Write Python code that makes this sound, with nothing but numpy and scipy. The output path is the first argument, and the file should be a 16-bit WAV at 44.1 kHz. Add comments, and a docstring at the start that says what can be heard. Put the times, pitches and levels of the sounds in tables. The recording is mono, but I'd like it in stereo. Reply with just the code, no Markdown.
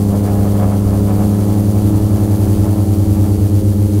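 """Two three-bladed propellers drone inside a seaplane on its take-off run. They speed up unevenly and the
slower one gains on the faster, so the beat between them slows and deepens. The faster one's shaft shakes
the cabin, and the slower one rasps once per blade, in surges. Underneath, the hull rumbles; on top sit a
faint turbine whistle and the hiss of air and spray at the window, fluttering with the blades."""
import sys
import numpy as np
from scipy import signal
from scipy.fft import rfft, irfft, next_fast_len
from scipy.io import wavfile
from scipy.ndimage import map_coordinates

SR = 44100
rng = np.random.default_rng(int(sys.argv[2]) if len(sys.argv) > 2 else 0)


def file_out(sig):
    """Save sig as 16-bit WAV at sys.argv[1]."""
    # one column per channel
    cols = np.atleast_2d(sig).T
    # limit, then scale
    lim = np.clip(cols, -1, 1)
    pcm = np.round(lim * 32767).astype(np.int16)
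    wavfile.write(sys.argv[1], SR, pcm)


N = 176400

# Blade-pass rates: t/s, fast propeller f/Hz, slow propeller f/Hz
BLADE_RATES = [(0.0, 101.55, 88.39), (0.75, 101.02, 90.46), (1.3, 102.95, 91.8), (1.85, 104.79, 93.69),
               (2.5, 105.57, 95.2), (3.1, 105.5, 95.66), (3.6, 105.75, 97.73), (4.0, 105.1, 99.29)]
# Faders of the two fundamentals: t/s, fast level/dB, slow level/dB
BLADE_LEVELS = [(0, -16.5, -31), (.45, -14.5, -32), (.9, -14, -40), (1.55, -14, -23.5), (2, -14, -19.5),
                (2.6, -16, -16), (3.4, -17.5, -13.5), (4, -21, -13.5)]
# Each drone's overtones: multiple of the blade rate, base level/dB, slope with rate/(dB/Hz), left-right/dB
FAST_OVERTONES = [(2, -20.5, -0.93, -5.5), (3, -24.5, 1.0, 2), (4, -33, -1.05, 1), (5, -37.5, -0.2, -6),
                  (6, -46, 0, -16), (7, -51, 1, 0), (8, -51.5, 0, 17), (9, -55, 1.5, 0), (10, -56.5, 1, 2)]
SLOW_OVERTONES = [(2, -26, 0.32, -6), (3, -30, 0.43, -9), (4, -35, 0.37, -7), (5, -40, -0.7, -4),
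                  (6, -38.5, -0.69, 3), (7, -46.5, -0.92, -6.5), (8, -42, -0.42, 2), (9, -47, -0.66, 7.5),
                  (10, -52, -0.13, -1), (11, -51.5, -0.54, 1), (12, -53.5, -.8, 0), (13, -58, -1.1, -2),
                  (14, -55.5, -0.59, -2)]
# Gain ride on the low overtones: t/s, gain/dB
LOW_OVERTONE_RIDE = [(0, -.5), (.7, -.7), (1.3, 1.3), (2.1, .5), (3, .3), (3.5, 0), (4, 0)]
# Sum tones of the panels: multiple of the fast rate, multiple of the slow rate, level/dB
PANEL_TONES = [(1, 1, -40), (2, 1, -41), (1, 2, -43)]
# Rasp fader, ahead of surges and trim: t/s, level/dB
RASP_FADER = [(0, -33.5), (.3, -31.5), (.7, -31), (1.2, -30.5), (1.6, -32), (2.1, -31.5), (2.7, -32),
              (3, -34.5), (3.3, -34), (3.6, -37), (4, -36.5)]
# Rasp colour: f/Hz, relative level/dB
RASP_EQ = [(150, -30), (350, -3), (550, 1.5), (780, 0), (1000, -4.5), (1300, -5.5), (1620, -16),
           (1711, -10), (1800, -19.5), (2200, -19.5), (4000, -36.5), (9000, -72)]
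# Surges of the rasp: t/s, rise/dB
RASP_SURGES = [(.145, 6), (.285, 7), (.36, 3.5), (.46, 7), (.56, 3), (.625, 9.5), (.725, 5.5), (.945, 4.5),
               (1.1, 6.5), (1.215, 5), (1.4, 2), (1.53, 2), (1.77, 2), (2.18, 2.5), (2.32, 2), (2.45, 2.5),
               (2.67, 4.5), (2.78, 2.5), (3.17, 4.5), (3.26, 5.5), (3.81, 2)]
# Rumble colour: f/Hz, relative level/dB
RUMBLE_EQ = [(10, -26), (28, -9), (50, -3.5), (72, 3), (100, -2.5), (140, -7), (210, -8), (300, -13),
             (450, -15), (700, -27.5), (1500, -51), (4000, -80)]
# Stereo image of rasp and rumble: f/Hz, left-right correlation
CORRELATION = [(25, .97), (70, 0.76), (200, 1), (450, 0.69), (750, 0.077), (1100, -0.5), (2000, 0.023),
               (4000, 0.47)]
# Pitch of the compressor's whistle: t/s, f/Hz
WHISTLE_PITCH = [(0, 9400), (.6, 9480), (1.5, 9680), (2.4, 9760), (4, 9850)]
# Hiss fader, ahead of trim: t/s, level/dB
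HISS_FADER = [(0, -39.5), (.5, -39.5), (.8, -40.5), (1.1, -39.5), (1.42, -38.5), (1.65, -39.5), (1.85, -38),
              (1.92, -39.5), (2.1, -39.5), (2.52, -37.5), (2.75, -39.5), (2.9, -39.5), (3.12, -39),
              (3.4, -39.5), (3.8, -41), (4, -39)]
# Hiss colour on each side: f/Hz, relative level/dB
HISS_LEFT_EQ = [(500, -24), (2000, -1.5), (2500, -3.5), (3100, 0), (3800, -2), (4800, 0.5), (5250, 0),
                (6200, 0.5), (7600, 3), (8400, -4), (9200, 1), (13700, 0), (15500, -4)]
HISS_RIGHT_EQ = [(500, -11), (2000, -2.5), (2600, -3.5), (3100, -1.5), (3700, -2), (4700, 2.5),
                 (5200, -5.5), (6000, 0.5), (7600, -3.5), (8500, 3), (9000, 5.5), (9500, 4.5), (10400, 2.5),
                 (11700, 5.5), (13000, 1.5), (15500, 0.5)]

BLADES = 3
FAST_START_RAD, SLOW_START_RAD = -1.1, 1.4  # place in the blade cycle at 0 s
RASP_AT_RAD = -1.1  # where the rasp peaks in that cycle
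GROWL_FROM, BUZZ_FROM = 4, 6  # multiples from which overtones jitter, and follow the rasp


def amp(db):
    """Decibels to gain."""
    return 10 ** (np.asarray(db) / 20)


def unit(x):
    """Scaled to rms 1."""
    return x / np.sqrt(np.mean(x ** 2) + 1e-20)


def along(points, hz):
    """Read a curve along a log frequency axis."""
    freqs, values = np.transpose(points)
    return np.interp(np.log(hz + 1), np.log(freqs + 1), values)


def curves(rows):
    """One automation curve for each column after the time."""
    times, *columns = np.transpose(rows)
    return [np.interp(np.arange(N) / SR, times, column) for column in columns]


def wobble(rate):
    """A smooth random modulator, rate knots a second."""
    at = np.arange(0, N + 64, 64)
    smooth = map_coordinates(rng.standard_normal(1024), [at * rate / SR + 2], mode="wrap")
    return np.interp(np.arange(N), at, smooth)


def filtered(x, response):
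    """Equalise x with a gain given as a function of frequency."""
    size = next_fast_len(N + SR // 2)
    return irfft(rfft(x, size) * response(np.fft.rfftfreq(size, 1 / SR)), size)[..., :N]


def rush(eq):
    """Coloured stereo noise of rms 1, narrow in the bass and wide in the mids."""
    def mid_side_gains(hz):
        width = np.arccos(np.clip(along(CORRELATION, hz), -1, 1)) / 2
        return amp(along(eq, hz)) * [np.cos(width), np.sin(width)]
    mid, side = filtered(rng.standard_normal((2, N)), mid_side_gains)
    return unit(np.array([mid + side, mid - side]))


def angle(hz):
    """Running phase of a rate."""
    return 2 * np.pi * np.cumsum(hz) / SR


def tone(phase, db, waver, pan_db=0, lead_rad=0):
    """A stereo partial wavering in level and phase; positive pan and lead favour the left."""
    sides = np.array([[.5], [-.5]])
    level_db = db + pan_db * sides + .45 * waver * wobble(9)
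    return np.sqrt(2) * amp(level_db) * np.cos(phase + lead_rad * sides + .07 * waver * wobble(14))


def propeller(rate, phase, blade_db, overtones, rasp_db, skew_rad, pan_db, lead_rad):
    """One lopsided suction pulse per blade; overtones swell or fade as they cross cabin resonances."""
    ride_db, = curves(LOW_OVERTONE_RIDE)
    buzz_db = .9 * (rasp_db - rasp_db.mean())
    drone = tone(phase + skew_rad, blade_db, .93, pan_db, lead_rad)
    for multiple, db, db_per_hz, side_db in overtones:
        k = round(multiple)
        buzzes = k >= BUZZ_FROM
        throb_db = .7 * wobble(6.9)
        resonance_db = db_per_hz * (rate - rate.mean())
        level_db = db + resonance_db + throb_db + (buzz_db if buzzes else ride_db)
        smear = .17 * k * rng.normal()  # the cabin smears the pulse, more so higher up
        growl = (k >= GROWL_FROM) * .35 * wobble(45)
        overtone_phase = k * (phase - buzzes * RASP_AT_RAD) + skew_rad + smear + growl
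        drone += tone(overtone_phase, level_db, min(k, 4), side_db, lead_rad)
    return drone


def panels(fast_hz, slow_hz):
    """Panels driven hard by both propellers add tones at sums of their rates."""
    return sum(tone(angle(round(a) * fast_hz + round(b) * slow_hz), db, waver=4, pan_db=-2)
               for a, b, db in PANEL_TONES)


def shaft(fast_hz):
    """Slight imbalance in the fast propeller's shaft shakes the cabin once and twice a turn."""
    turn = angle(fast_hz) / BLADES
    return tone(turn, db=-35, waver=5) + tone(2 * turn, db=-31, waver=6)


def rasp(phase, rasp_db, trim_db=-.5, sharpness=.43):
    """Each blade of the slow propeller throws a burst of turbulence at the cabin wall."""
    bursts = np.exp(sharpness * np.cos(phase - RASP_AT_RAD) / 2)
    return amp(rasp_db + trim_db + .6 * wobble(25)) * unit(bursts * rush(RASP_EQ))


def surges(half_width_s=.023):
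    """Quick swells of the rasp in dB, as if spray were thrown into the propeller."""
    t = np.arange(N) / SR
    return sum(db * np.exp(-.5 * ((t - at) / half_width_s) ** 2) for at, db in RASP_SURGES)


def rumble(level_db=-24, shudder_db=1.6):
    """The low bed: hull and cabin shudder as the floats run over the chop."""
    return amp(level_db + shudder_db * wobble(8)) * rush(RUMBLE_EQ)


def turbine(level_db=-54):
    """The compressor's faint, fuzzy whistle climbs as the engines spool up."""
    phase = angle(curves(WHISTLE_PITCH)[0])
    sides = [unit(wobble(160) * np.cos(phase) + wobble(160) * np.sin(phase)) for _ in range(2)]
    return amp(level_db) * np.array(sides)


def hiss(fast_phase, slow_phase, trim_db=5.5):
    """Air and spray at the window, pumped by the blades of both propellers and by their beat."""
    fader_db, = curves(HISS_FADER)
    white = rng.standard_normal((2, N))
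    air = unit(filtered(white, lambda hz: amp([along(HISS_LEFT_EQ, hz), along(HISS_RIGHT_EQ, hz)])))
    pump = lambda phase: np.cos(phase + 2.1) + .49 * np.cos(2 * phase)
    beat = np.cos(fast_phase - slow_phase + .8)
    swell = np.exp(.12 * pump(fast_phase) + .07 * pump(slow_phase) + .099 * beat)
    flutter = unit(drops() * swell)
    return amp(fader_db + trim_db + .6 * wobble(45)) * flutter * air


def drops(per_second=70, decay_s=.0005, depth=.4):
    """Spray ticking on the hull: tiny spikes of random size in the gain of the hiss."""
    hits = (rng.random(N) < per_second / SR) * rng.exponential(size=N)
    return 1 + depth * signal.lfilter([1], [1, -np.exp(-1 / (decay_s * SR))], hits)


def scene():
    """The cabin mix: two beating drones, panel tones, the fast shaft and the noises of the run."""
    fast_hz, slow_hz = curves(BLADE_RATES)
    fast_db, slow_db = curves(BLADE_LEVELS)
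    fast_phase = FAST_START_RAD + angle(fast_hz)
    slow_phase = SLOW_START_RAD + angle(slow_hz)
    rasp_db = curves(RASP_FADER)[0] + surges()
    fast_drone = propeller(fast_hz, fast_phase, fast_db, FAST_OVERTONES, rasp_db,
                           skew_rad=-2.3, pan_db=0, lead_rad=.53)
    slow_drone = propeller(slow_hz, slow_phase, slow_db, SLOW_OVERTONES, rasp_db,
                           skew_rad=2.4, pan_db=-3, lead_rad=.044)
    tones = fast_drone + slow_drone + panels(fast_hz, slow_hz) + shaft(fast_hz)
    return tones + rasp(slow_phase, rasp_db) + rumble() + turbine() + hiss(fast_phase, slow_phase)


def record(dry, ceiling=.95, top_hz=15750):
    """Soft-clip the highest peaks, then cut the extreme treble."""
    rounded = dry / (1 + np.abs(dry / ceiling) ** 8) ** (1 / 8)
    return filtered(rounded, lambda hz: hz < top_hz)


dry = scene()
out = record(dry)
file_out(out)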